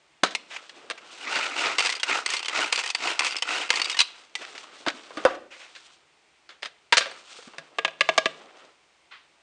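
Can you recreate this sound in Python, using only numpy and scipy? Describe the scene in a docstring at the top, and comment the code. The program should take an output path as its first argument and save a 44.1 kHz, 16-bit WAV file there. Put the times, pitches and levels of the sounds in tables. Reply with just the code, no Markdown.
"""Pull-cord food chopper

A chopper stands on a tiled kitchen counter and is pulled five times: random grains of berry hit the wall as the
blades whirl, then the cord winds back over a rattling ratchet of clicks and decaying tones. The lid is twisted off
and put down with knocks and a hollow boom, and the spindle is tapped clean on the ringing rim of the plastic bowl.
Filtered noise makes the rubbing hands and the quiet; a small room and a close microphone with a limiter complete it."""
import sys
import numpy as np
from scipy import signal
from scipy.fft import rfft, irfft
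from scipy.io import wavfile
from scipy.ndimage import uniform_filter1d, minimum_filter1d, map_coordinates

SR = 44100
rng = np.random.default_rng(int(sys.argv[2]) if len(sys.argv) > 2 else 0)


def to_wav(s):
    """Save 16-bit WAV."""
    ch = np.atleast_2d(s).T  # columns
    pcm = np.round(np.clip(ch, -1, 1) * 32767)  # PCM
    wavfile.write(sys.argv[1], SR, pcm.astype(np.int16))


N = 415422
T = np.arange(N) / SR  # time in the scene, in s
AGE = T[:SR // 3]  # time since a blow, in s

# In all tables t60 is the time a sound takes to fall by 60 dB.
# pulls of the cord, the first in two tugs: (full speed at [s], hold [s], level [dB], run-up [dB per s])
PULLS = [(1.335, 0.13, -27, 111.5), (1.592, 0.13, -25, 257), (2.093, 0.076, -24, 399.5),
         (2.556, 0.081, -23, 332.5), (3.031, 0.08, -25.5, 306), (3.496, 0.13, -26, 321.5)]
# the cord winds back between a catch and a stop: (catch [s], stop [s], rattle level [dB])
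REWINDS = [(1.779, 2.033, -27), (2.262, 2.478, -30), (2.723, 2.94, -29.5), (3.196, 3.434, -26.5),
           (3.694, 3.985, -28)]
# the pawl catches, the cord snags and stops, at last the handle snaps home:
# (time [s], level [dB], brightness [dB per band], ring [Hz], t60 [s])
CLACKS = [(1.783, -21, -3, 2110, 0.038), (1.791, -23, -3, 2760, 0.066), (1.804, -24, -3, 4480, 0.045),
          (1.823, -29, -2.5, 1385, 0.045), (1.849, -27.5, -3.5, 2620, 0.095),
          (1.859, -26, 0.5, 2560, 0.036), (1.868, -26.5, -1, 2460, 0.062), (1.892, -27, -5.0, 1980, 0.034),
          (1.899, -29.5, 1, 2000, 0.054), (1.924, -31, 0, 2130, 0.054), (1.952, -38, 4.5, 4810, 0.045),
          (1.966, -38, -3, 2100, 0.034), (1.998, -37, 0, 3250, 0.064), (2.031, -23.5, -1, 2830, 0.047),
          (2.261, -24, -1, 2070, 0.022), (2.289, -33.5, -3, 4500, 0.056), (2.302, -30.5, 2.0, 1850, 0.055),
          (2.336, -26.0, -2.5, 2110, 0.09), (2.366, -33, 4.5, 4300, 0.045), (2.392, -36, 1.5, 3140, 0.036),
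          (2.428, -34, -3, 2760, 0.053), (2.447, -36, -2, 3140, 0.035), (2.457, -33, 0, 3060, 0.039),
          (2.482, -27.5, -1.5, 2800, 0.043), (2.495, -32.5, -6, 3130, 0.032),
          (2.725, -20.0, -1.5, 2300, 0.038), (2.758, -29, 2.5, 4780, 0.026), (2.776, -29, -2, 4670, 0.045),
          (2.79, -27.5, -1, 2660, 0.058), (2.837, -32.0, -3, 1870, 0.081), (2.86, -31, -1.5, 2550, 0.041),
          (2.875, -37.5, 4, 3100, 0.035), (2.89, -34.5, -3.5, 2560, 0.063), (2.901, -29, 1.5, 2550, 0.045),
          (2.948, -24, 0, 4620, 0.037), (3.072, -26, -4.5, 2720, 0.045), (3.192, -20.5, -1.0, 2410, 0.034),
          (3.206, -29, -10.5, 2010, 0.024), (3.22, -30.5, -9, 1020, 0.045),
          (3.246, -28.0, -1.5, 2460, 0.041), (3.259, -34, -2.5, 2570, 0.045), (3.267, -31, -1, 2560, 0.045),
          (3.308, -35, 1, 2750, 0.031), (3.322, -34.5, -0.5, 4620, 0.068), (3.365, -33, 5.5, 5220, 0.034),
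          (3.384, -36.5, 1.5, 4740, 0.039), (3.422, -24.5, -1.0, 3050, 0.04), (3.703, -17, -3, 2110, 0.028),
          (3.728, -31, -4.5, 1040, 0.045), (3.738, -29.5, -6, 1860, 0.034), (3.757, -31, 4.5, 4450, 0.029),
          (3.771, -30.5, -6.5, 2080, 0.026), (3.797, -27, -4, 4440, 0.045),
          (3.816, -24.5, 1.5, 4550, 0.042), (3.844, -36.5, 8, 3800, 0.045), (3.855, -30.5, 1, 4720, 0.04),
          (3.897, -30, 1.5, 2870, 0.065), (3.914, -33.5, 1, 2150, 0.051), (3.926, -36, 1, 3720, 0.066),
          (3.944, -34, -5.5, 1840, 0.069), (3.968, -31.5, -3, 2920, 0.096), (3.99, -20.5, 3, 4050, 0.056),
          (4.003, -17.5, 2.5, 2550, 0.045), (4.013, -23.5, 2, 3880, 0.042)]
# the pull handle snaps against its seat: (time [s], pitch ratio [1], level [dB])
SNAPS = [(0.35, 0.99, -23), (4.353, 0.93, -27)]
# knocks of bowl, handle and lid, and of berry bits striking the wall during the pulls: (time [s], level [dB],
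# strongest frequency [Hz], t60 [s], bowl ring relative to knock [dB], rebound relative to knock [dB])
KNOCKS = [(0.234, -12.5, 970, 0.039, -9, -11), (0.236, -15.5, 3530, 0.026, -9, -9.5),
          (0.26, -31.5, 2600, 0.058, -21, -2.5), (0.307, -37, 3500, 0.092, -17, -5.5),
          (0.694, -39, 2950, 0.048, 4, -26), (0.9, -26.5, 1800, 0.02, -2, 0.5),
          (1.357, -21.5, 1500, 0.14, -22, -10), (1.463, -31, 2400, 0.023, -13, -19),
          (1.585, -30, 2200, 0.029, -9, -16), (1.658, -22, 1570, 0.064, -8, -2),
          (4.417, -43, 2700, .015, -18, -7), (4.45, -38, 2570, 0.023, -16, -25),
          (4.579, -35.5, 2000, 0.016, -21, -18), (4.864, -22, 1060, 0.05, -8.5, -0.5),
          (4.883, -21, 2200, 0.028, -12.5, -15), (4.901, -32.5, 2400, 0.027, -11, -16),
          (5.106, -41.5, 696, 0.064, -3.5, -7.5), (5.171, -29.5, 1050, 0.15, -1.5, -9),
          (5.251, -5.5, 680, 0.043, -12, -18.5), (5.272, -30, 1000, 0.15, -18, -14),
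          (5.349, -41, 600, 0.039, -20, -32), (5.751, -44, 2270, 0.051, -25, 2),
          (6.491, -41, 1660, 0.17, -22.5, -9.5), (6.623, -37, 1600, 0.045, -12, -11),
          (6.63, -27, 1750, 0.03, -21, -9), (6.649, -35, 1900, .04, -11, -16.5),
          (6.657, -29, 1800, 0.061, -16, -13), (6.924, -8, 2050, 0.04, -4.5, -8),
          (6.97, -4.5, 3450, 0.023, 7, -5.5), (7.008, -24.5, 2010, 0.089, 6.5, -5.5),
          (7.058, -33.5, 1310, 0.11, 6, -4.5), (7.114, -37, 1500, 0.046, 3, -19),
          (7.385, -48, 800, 0.085, -9, -10), (7.425, -45, 1290, 0.028, -2, -17),
          (7.476, -44.5, 440, .06, -7, -5), (7.535, -46, 750, 0.025, -5.5, -3),
          (7.583, -34.5, 2750, 0.022, 14, -12)]
# middle of each band of a knock: (frequency [Hz])
KNOCK_BANDS_HZ = (250, 750, 2400, 6000)
# single hollow tones as bowl and lid meet the counter and each other:
# (time [s], pitch [Hz], level [dB], t60 [s])
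THUDS = [(0.232, 304, -7, 0.02), (0.236, 193, -43, 0.24), (0.24, 1285, -10, 0.039),
         (0.9, 491, -26.5, 0.047), (4.873, 307, -9, 0.03), (4.94, 258, -39, 0.1),
         (5.172, 306, -20.5, 0.056), (5.25, 50.4, -34, 0.06), (5.347, 524, -21, 0.044),
         (6.925, 948, -3, 0.041), (6.972, 660, -16, 0.066), (6.978, 495, -25, 0.058),
         (7.008, 1590, -19, 0.09), (7.058, 532, -32, 0.088), (7.388, 477, -28, 0.029),
         (7.473, 243, -30.5, 0.035), (7.583, 156, -49, 0.18)]
# the lid coming free thumps the air in the bowl: (time [s], level [dB])
POPS = [(5.252, -1)]
# spindle taps on the rim: (time [s], low [dB], middle [dB], crack [dB], treble [dB], wall pitch [Hz], wall [dB])
TAPS = [(7.785, -33, -23.5, -26, -35.5, 455, -23.5), (7.848, -30, -22.5, -19.5, -30.5, 532, -23),
        (7.879, -47.5, -35, -34, -46.5, 660, -31), (8.008, -28, -17.5, -15.5, -24, 655, -25.5),
        (8.089, -25, -18, -19.5, -29.5, 647, -12), (8.178, -25.5, -14.5, -17.5, -19, 645, -9.5),
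        (8.257, -26, -21, -21.5, -29, 648, -14.5)]
# fingers brush the lid, and the lid scrapes off the bowl: (time [s], rise time [s], level [dB])
SCUFFS = [(0.502, 0.016, -39.5), (0.533, 0.011, -38.5), (0.561, 0.0041, -33), (0.744, 0.032, -54),
          (0.975, 0.0059, -41.5), (4.402, 0.019, -41), (4.549, 0.0068, -39.5), (5.274, .025, -44.5),
          (5.346, 0.0047, -42.5), (5.504, 0.023, -45), (5.591, 0.026, -45.5)]
# hands sliding over plastic: (time [s], length [s], level [dB], brightness [dB per band])
RUBS = [(0.35, 0.12, -64, 4), (0.516, 0.13, -54, 3), (0.749, 0.18, -54, -2), (1.035, 0.51, -52.5, 2),
        (4.041, 0.18, -55, 4.5), (4.397, 0.25, -48.5, 1.5), (4.737, 0.5, -52.5, 1.5),
        (5.17, 0.18, -53.5, -8), (5.567, 0.35, -60, 7), (7.094, 0.089, -53, 3), (7.286, 0.072, -53, 7),
        (7.45, 0.02, -56.5, 7), (7.56, 0.37, -59, -4), (8.04, 0.27, -53, 0.5), (8.38, 0.16, -56.5, -4.5),
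        (8.585, 0.058, -57.5, -1.5)]
# the spindle comes down into the pulp: (time [s], level [dB])
SWISHES = [(9.108, -41.5)]

# ringing tones of the lid that houses the ratchet: (frequency [Hz], level [dB], t60 [s])
LID_MODES = [(962, -9, 0.032), (1170, -0.5, 0.042), (1407, -12, 0.069), (1721, -5, 0.0077),
             (2094, 7, 0.045), (2704, 1.5, 0.039), (3010, -5.5, 0.028), (3950, -9.5, 0.029),
             (3960, -14.5, 0.019), (4284, 7, 0.023), (4565, 10, 0.024), (4950, 10, 0.0245),
             (5940, -13, 0.03), (8470, -3.5, 0.03)]
# ringing tones of the small hard handle: (frequency [Hz], level [dB], t60 [s])
HANDLE_MODES = [(2170, -4.5, 0.06), (2350, -2, 0.04), (2960, -5, 0.03), (2920, -5, .025), (3440, -2, 0.02),
                (3840, 0, 0.022), (4240, -2.5, 0.023), (5050, -7, 0.027), (5450, -20, 0.026),
                (6800, -26, 0.021)]
# ringing tones of the filled bowl: (frequency [Hz], level [dB], t60 [s])
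BOWL_MODES = [(417.6, -17.5, 0.11), (549, -1, 0.075), (659.4, -1.5, 0.08), (1080, -1.5, 0.032),
              (1184, 0, 0.052), (1645, -1, 0.065), (2228, 0.5, 0.028), (2340, -6, 0.039),
              (2687, 0.5, 0.041), (2950, -4.5, 0.022), (3220, -11.5, .025), (3584, -3, 0.036),
              (4880, -11, 0.035)]
# air and wall of the open bowl: (frequency [Hz], level [dB], t60 [s])
CAVITY_MODES = [(400, -17.5, 0.045), (533, 5, 0.042), (617, -9, 0.02), (753, -20.5, .055),
                (1010, -17.5, .08), (1238, -15, 0.099), (1426, -19, 0.03)]
# the counter drums under the tapped bowl: (frequency [Hz], level [dB], t60 [s])
COUNTER_MODES = [(156.6, -28, 0.49)]

# colour of wet berry pulp: (frequency [Hz], level [dB per Hz])
PULP = [(41, -61.5), (70, -47), (155, -21), (200, -28.5), (297, -9), (619, -8), (688, -4), (1070, -8),
        (1430, 3.5), (1660, -10), (2690, 2.5), (3310, -14), (8160, -27.5), (9860, -40.5), (10500, -49),
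        (13600, -75), (22000, -120)]
# colour of the ratchet and the cord: (frequency [Hz], level [dB per Hz])
RATCHET = [(59, -60), (100, -35), (513, -3.5), (588, -11), (939, 2), (1410, -2.5), (1680, -0.5),
           (2530, 9.5), (4630, -4), (5520, -1), (8310, -7.5), (9710, -17.5), (10500, -54), (13600, -71.5),
           (22000, -120)]
# colour of knocked plastic: (frequency [Hz], level [dB per Hz])
PLASTIC = [(18, -72), (30, -38.5), (286, -6), (554, -1), (658, -5), (762, -1), (928, -3), (1630, 4),
           (6590, -1), (9290, -13), (10500, -45.5), (13600, -61.5), (22000, -120)]
# colour of the struck rim: (frequency [Hz], level [dB per Hz])
RIM = [(40, -75), (100, -16), (400, 8.5), (1100, -11.5), (2800, 12), (3700, -2), (4500, -2), (7000, -10.5),
       (9300, -22.5), (10500, -75.5)]
# colour of the short scuffs: (frequency [Hz], level [dB per Hz])
CLOTH = [(200, -36.5), (600, -6.5), (1200, -4.5), (2500, 2), (4000, -9.5), (7000, -14.5), (10000, -30.5)]
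# colour of sliding skin: (frequency [Hz], level [dB per Hz])
SKIN = [(47, -55.5), (80, -29.5), (355, 2), (393, 0), (945, 0), (1280, 7.5), (1740, 1), (2620, 0.5),
        (8560, -14), (9880, -29), (10500, -40.5), (13600, -83), (22000, -120)]
# colour of the swish into the pulp: (frequency [Hz], level [dB per Hz])
SWISH = [(200, -29.5), (600, -14), (1200, 2.5), (2600, 0.5), (4200, -4.5), (5500, -17), (8000, -33),
         (11000, -50)]
# colour of the quiet kitchen: (frequency [Hz], level [dB per Hz])
KITCHEN = [(15, -36), (25, -2), (48, -9.5), (70, -8.5), (162, -4.5), (204, -6), (243, -6.5), (329, 1.5),
           (469, -1), (860, 1.5), (1700, -2.5), (2190, 1.5), (9020, -14), (10500, -35), (13600, -65),
           (22000, -120)]

PULL_FALL_DB_PER_S, PULL_SAG_DB_PER_S = 201.5, 27.5  # the blades coast to rest; the arm slows as it extends
SPRAY_DB = -6.5  # spray above 4 kHz, relative to the chopping
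# the spring weakens; the rattle ends before the stop
REWIND_SAG_DB_PER_S, REWIND_FALL_DB_PER_S, SLACK_S = 33.5, 443, 0.061
RASP_DELAY_S, RASP_WIDTH_S = 0.074, 0.015  # the cord rasps through its guide just after each catch
KNOCK_SLOPE_DB_PER_OCT = 9  # fall to either side of the strongest frequency; harder contacts peak higher
REBOUND_S, REBOUND_HOLD = 0.009, 2.1  # a part rocks onto its other edge and rings longer
RUB_RISE_DB_PER_S, RUB_FALL_DB_PER_S = 343.5, 148.5
BOOM_ROOM_SHARE = 0.24  # the bowl booms right at the microphone and stirs the room little
KITCHEN_DB, TOP_HZ = -63, 10000


def chopping(blade_hz=76, churn_db=1.65, shift_db=0.96):
    """Blades throw bits of berry at the wall, in bursts at each pass; a harder pull spins them faster."""
    throb, drift = 0.2, 0.04
    effort = sum(undb(db) * stroke(s, hold, rise, PULL_FALL_DB_PER_S, PULL_SAG_DB_PER_S)
                 for s, hold, db, rise in PULLS)
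    speed = (effort / effort.max()) ** 0.33
    passes = 1 + throb * np.sin(2 * np.pi * np.cumsum(blade_hz * speed) / SR)
    wall = colour(grains(per_s=4000, spread_db=2.0) * passes, PULP)
    # the churning load detunes the wall and damps it unevenly, so the colour keeps shifting
    wall = map_coordinates(wall, [np.cumsum(1 + drift * wander(0.015))], mode="mirror")
    *bands, spray = split(wall, [900, 1900, 4000])
    body = sum(b * undb(churn_db * wander(0.0069) + shift_db * wander(0.028)) for b in bands)
    return effort * (unit(body) + undb(SPRAY_DB) * unit(spray))


def rewinding(tooth_hz=70, uneven=0.5, tooth_db=0.5, tick_db=-8, ring_db=-12, slosh_db=-7, rasp_db=-1,
              grip_db_per_s=3000):
    """The pawl skips over the ratchet teeth and the cord rasps while the blades coast through the pulp."""
    turns = np.cumsum(tooth_hz * np.exp(uneven * wander(0.007))) / SR
    # each whole number passed is one tooth
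    teeth = (np.diff(np.floor(turns), prepend=0) > 0) * undb(tooth_db * rng.standard_normal(N))
    tick_gain = signal.fftconvolve(teeth, fade(0.034))[:N]
    ticks = colour(tick_gain * rng.standard_normal(N), RATCHET)
    lid = signal.fftconvolve(teeth, ring(LID_MODES, scatter_db=0.5, detune=0.002))[:N]
    slosh = colour(grains(per_s=770, spread_db=5.5), PULP)
    spring = sum(undb(db) * stroke(catch, stop - catch - SLACK_S, grip_db_per_s,
                                   REWIND_FALL_DB_PER_S, REWIND_SAG_DB_PER_S)
                 for catch, stop, db in REWINDS)
    drag = sum(undb(db) * np.exp(-0.5 * ((T - catch - RASP_DELAY_S) / RASP_WIDTH_S) ** 2)
               for catch, _, db in REWINDS)
    rasp = undb(rasp_db) * drag * unit(colour(grains(per_s=3000, spread_db=2.5), RATCHET))
    rattle = undb(tick_db) * unit(ticks) + undb(ring_db) * unit(lid) + undb(slosh_db) * unit(slosh)
    return spring * rattle + rasp


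def clacks(body_db=-8.0, ring_db=-2, spot_db=-1, spot_hold=0.94, lowest_hz=260, tick_db=-2, tick_t60=0.01):
    """Pawl and cord catch: a sharp tick, a dry crack and the lid's tones, coloured by the spot struck."""
    out = np.zeros(N)
    for s, db, bright, hz, t60 in CLACKS:
        spot = punch(fade(t60 * spot_hold) * np.sin(2 * np.pi * hz * AGE))
        lid = punch(ring(LID_MODES, scatter_db=1.5, detune=0.03))
        tick = crack(RATCHET, tick_t60)
        blow = crack(RATCHET, t60) + undb(ring_db) * lid + undb(spot_db) * spot + undb(tick_db) * tick
        blow *= 1 - np.exp(-AGE / 0.00089)  # soften the very start
        band_db = (db + body_db - bright, db, db + bright)
        add(out, s, balance(split(blow, [1500, 3600]), band_db))
    # the small lid radiates little bass
    return cut_bass(out, 2, lowest_hz)


def snaps(ring_db=-2, crack_db=-3, bounce_s=0.004, bounce_db=-6):
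    """The handle clicks home with a hard, bright ring and chatters once."""
    out = np.zeros(N)
    for s, ratio, db in SNAPS:
        modes = [(hz * ratio, mode_db, t60) for hz, mode_db, t60 in HANDLE_MODES]
        for lag, hit_db in ((0, db), (bounce_s, db + bounce_db)):
            tone = punch(ring(modes, scatter_db=-2.0, detune=0.013))
            click = undb(ring_db) * tone + undb(crack_db) * crack(RATCHET, t60=0.036)
            add(out, s + lag, undb(hit_db) * click)
    return out


def knocks():
    """Plastic parts knock on the counter and on each other, and berry bits strike the wall during the pulls;
    each contact rebounds once."""
    out = np.zeros(N)
    for s, db, hz, t60, bowl_db, rebound_db in KNOCKS:
        add(out, s, knock(db, hz, t60, bowl_db))
        add(out, s + REBOUND_S, knock(db + rebound_db, hz, t60 * REBOUND_HOLD, bowl_db))
    return out


def knock(db, hz, t60, bowl_db, shell_db=-1.5, lid_db=-4, bass_hold=0.54):
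    """One contact of plastic: the shell cracks, the lid and the bowl ring."""
    octaves_away = np.abs(np.log2(np.array(KNOCK_BANDS_HZ) / hz))
    band_db = db - KNOCK_SLOPE_DB_PER_OCT * octaves_away
    bands = split(colour(rng.standard_normal(len(AGE)), PLASTIC), [400, 1400, 4000])
    shell = [b * fade(t60 * hold) for b, hold in zip(bands, (bass_hold, 1, 1, 1))]
    bowl = undb(band_db[1] + bowl_db) * punch(ring(BOWL_MODES, scatter_db=2.0, detune=0.0029))
    lid_level_db = min(band_db[1] + 3.5, band_db[2]) + lid_db
    lid = undb(lid_level_db) * punch(ring(LID_MODES, scatter_db=8.5, detune=0.0096))
    return undb(shell_db) * balance(shell, band_db) + bowl + lid


def thuds(contact_s=0.0043):
    """Soft contacts excite only one resonance."""
    out = np.zeros(N)
    for s, hz, db, t60 in THUDS:
        add(out, s, undb(db) * hum(hz, t60, contact_s))
    return out


def lid_pop(sag=0.07, sag_s=0.03):
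    """The lid jumps free and the open bowl booms; the pitch sags as the wall relaxes."""
    out = np.zeros(N)
    for s, db in POPS:
        speed = 1 - sag * (1 - np.exp(-AGE / sag_s))
        boom = ring(CAVITY_MODES, scatter_db=-2.5, detune=0.0026)
        add(out, s, undb(db) * map_coordinates(boom, [np.cumsum(speed)]))
    return out


def taps(crack_db=-0.5, bounce_s=0.0045, bounce_db=-4, damping_t60=0.4, lowest_hz=130):
    """The spindle hits the rim, bounces once and damps the bowl, which rings differently at each spot."""
    out = np.zeros(N)
    for s, *band_db, _, _ in TAPS:
        bowl = ring(BOWL_MODES, scatter_db=1, detune=0.013) * fade(damping_t60)
        counter = ring(COUNTER_MODES, scatter_db=0, detune=0.017)
        blow = punch(bowl + counter) + undb(crack_db) * crack(RIM, t60=0.014)
        add(blow, bounce_s, undb(bounce_db) * crack(RIM, t60=0.027))
        add(out, s, balance(split(blow, [800, 2000, 4000]), band_db))
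    return cut_bass(out, 2, lowest_hz)


def wall_booms(t60=0.073, swell_s=0.0032):
    """Square taps also set the wall of the bowl swinging in its lowest mode."""
    out = np.zeros(N)
    for s, *_, hz, db in TAPS:
        add(out, s, undb(db) * hum(hz, t60, swell_s))
    return out


def scuffs():
    """Short strokes of coloured noise swell and fade as fingers brush and the lid scrapes."""
    out = np.zeros(N)
    for s, rise, db in SCUFFS:
        age = AGE / rise
        swell = age * np.exp(1 - age)  # reaches 1 after the rise time
        add(out, s, undb(db) * swell * unit(colour(rng.standard_normal(len(AGE)), CLOTH)))
    return out


def rubbing(rub_db=-5, scrape_db=-1, hiss_db=-5, shift_db=2.5, tick_db=-11):
    """Skin, cloth and wet plastic slide in countless small slips; loose parts tick now and then."""
    bands = split(colour(grains(per_s=2700, spread_db=-0.5), SKIN), [700, 3500])
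    rub, scrape, hiss = (unit(b * undb(shift_db * wander(0.019))) for b in bands)
    ticks = unit(signal.oaconvolve(grains(per_s=15, spread_db=2.0), crack(PLASTIC, t60=0.02))[:N])
    middle = undb(scrape_db) * scrape + undb(tick_db) * ticks
    out = np.zeros(N)
    for s, length, db, bright in RUBS:
        slide = undb(rub_db - bright) * rub + middle + undb(hiss_db + bright) * hiss
        out += undb(db) * stroke(s, length, RUB_RISE_DB_PER_S, RUB_FALL_DB_PER_S) * slide
    return out


def swishes(rise_s=0.015, t60=0.36):
    """A soft swish of fading noise as the spindle comes back down into the pulp."""
    out = np.zeros(N)
    for s, db in SWISHES:
        swell = np.minimum(AGE / rise_s, 1) * fade(t60)
        add(out, s, undb(db) * swell * unit(colour(rng.standard_normal(len(AGE)), SWISH)))
    return out


def kitchen_quiet():
    """Steady coloured noise is the quiet of the kitchen."""
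    return undb(KITCHEN_DB) * unit(colour(rng.standard_normal(N), KITCHEN))


def room(x, low_t60=0.7, mid_t60=0.42, high_t60=0.27, wet_db=-20):
    """Tiles and cupboards answer with a short diffuse tail; the treble dies first."""
    t = T[:SR]
    bands = split(rng.standard_normal(SR), [500, 4000])
    tail = sum(b * np.exp(-np.log(1000) * t / t60) for b, t60 in zip(bands, (low_t60, mid_t60, high_t60)))
    tail *= 1 - np.exp(-t / 0.0094)
    return x + undb(wet_db) * signal.fftconvolve(x, tail / np.linalg.norm(tail))[:N]


def undb(db):
    """Decibels to gain."""
    return 10 ** (np.asarray(db) / 20)


def unit(x):
    """Scale to an average strength (rms) of 1."""
    return x / np.sqrt(np.mean(x ** 2))


def punch(x):
    """Scale a blow so that its first 8 ms have rms 1."""
    return x / np.sqrt(np.mean(x[:SR // 125] ** 2))


def fade(t60):
    """Exponential decay by 60 dB in t60 seconds."""
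    return np.exp(-np.log(1000) * AGE / t60)


def add(out, s, x):
    """Mix x in at time s."""
    i = int(s * SR)
    out[i:i + len(x)] += x[:len(out) - i]


def colour(x, points):
    """Filter with the given spectrum; it never sounds before its input (minimum phase)."""
    hz, db = np.transpose(points)
    grid = np.fft.rfftfreq(1024, 1 / SR)
    cepstrum = irfft(np.log(undb(np.interp(np.log(grid + 1), np.log(hz), db))))
    # fold the second half onto the first, so that the filter only looks back
    half = len(cepstrum) // 2
    cepstrum[1:half] *= 2
    cepstrum[half + 1:] = 0
    return signal.fftconvolve(x, irfft(np.exp(rfft(cepstrum))))[:len(x)]


def split(x, edges_hz):
    """Cut a sound into adjoining bands."""
    bands = [(edges_hz[0], "low")]
    bands += [(pair, "band") for pair in zip(edges_hz, edges_hz[1:])]
    bands += [(edges_hz[-1], "high")]
    return [signal.sosfilt(signal.butter(4, e, kind, fs=SR, output="sos"), x) for e, kind in bands]


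def cut_bass(x, order, hz):
    """Weaken everything below hz."""
    return signal.sosfilt(signal.butter(order, hz, "high", fs=SR, output="sos"), x)


def balance(bands, band_db):
    """Give each band of a blow its strength."""
    return sum(undb(db) * punch(b) for b, db in zip(bands, band_db))


def ring(modes, scatter_db, detune):
    """Decaying tones; every blow lands on another spot and weights them anew."""
    chance = rng.standard_normal((len(modes), 3))
    out = np.zeros(len(AGE))
    for (hz, db, t60), (louder, sharper, side) in zip(modes, chance):
        tone = np.cos(2 * np.pi * hz * (1 + detune * sharper) * AGE)
        out += np.sign(side) * undb(db + scatter_db * louder) * fade(t60) * tone
    return out


def hum(hz, t60, swell_s):
    """One resonance that swells softly and decays."""
    return (1 - np.exp(-AGE / swell_s)) * fade(t60) * np.sin(2 * np.pi * hz * AGE)


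def crack(points, t60):
    """The dense, quickly damped upper tones of a plastic shell, made of fading noise."""
    return punch(colour(rng.standard_normal(len(AGE)) * fade(t60), points))


def grains(per_s, spread_db):
    """Random tiny impacts of uneven size."""
    size = undb(spread_db * np.minimum(rng.exponential(size=N), 4))
    return unit((rng.random(N) < per_s / SR) * size * rng.choice([-1, 1], N))


def wander(span_s):
    """Smooth random drift with spread 1."""
    size = int(span_s * SR)
    return unit(uniform_filter1d(uniform_filter1d(rng.standard_normal(N), size), size))


def stroke(s, hold, rise, fall, sag=0):
    """Gain of one movement: it rises until s, sags while held, then falls; slopes in dB per s."""
    t = T[::SR // 1000]  # a coarse grid is enough
    db = rise * np.minimum(t - s, 0) - sag * np.clip(t - s, 0, hold) - fall * np.maximum(t - s - hold, 0)
    return np.interp(T, t, undb(np.maximum(db, -200)))


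def scene():
    """The chopper and its handling over the quiet of the kitchen."""
    boom = lid_pop() + wall_booms()
    chopper = chopping() + rewinding() + clacks() + snaps() + knocks() + thuds() + taps()
    in_room = room(chopper + BOOM_ROOM_SHARE * boom + scuffs())
    close = (1 - BOOM_ROOM_SHARE) * boom + rubbing() + swishes()
    return (in_room + close + kitchen_quiet())[None]


def record(dry, ceiling=0.72):
    """A fast limiter holds peaks down, the input stage rounds what is left; rumble and the top are cut."""
    hold = SR // 400  # 2.5 ms
    gain = ceiling / np.maximum(np.abs(dry), ceiling)
    held = dry * uniform_filter1d(minimum_filter1d(gain, hold), hold)
    rounded = held / (1 + (held / 0.58) ** 6) ** (1 / 6)
    thin = cut_bass(rounded, 1, 40)
    return signal.sosfilt(signal.ellip(10, 0.2, 70, TOP_HZ, fs=SR, output="sos"), thin)


dry = scene()
out = record(dry)
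to_wav(out)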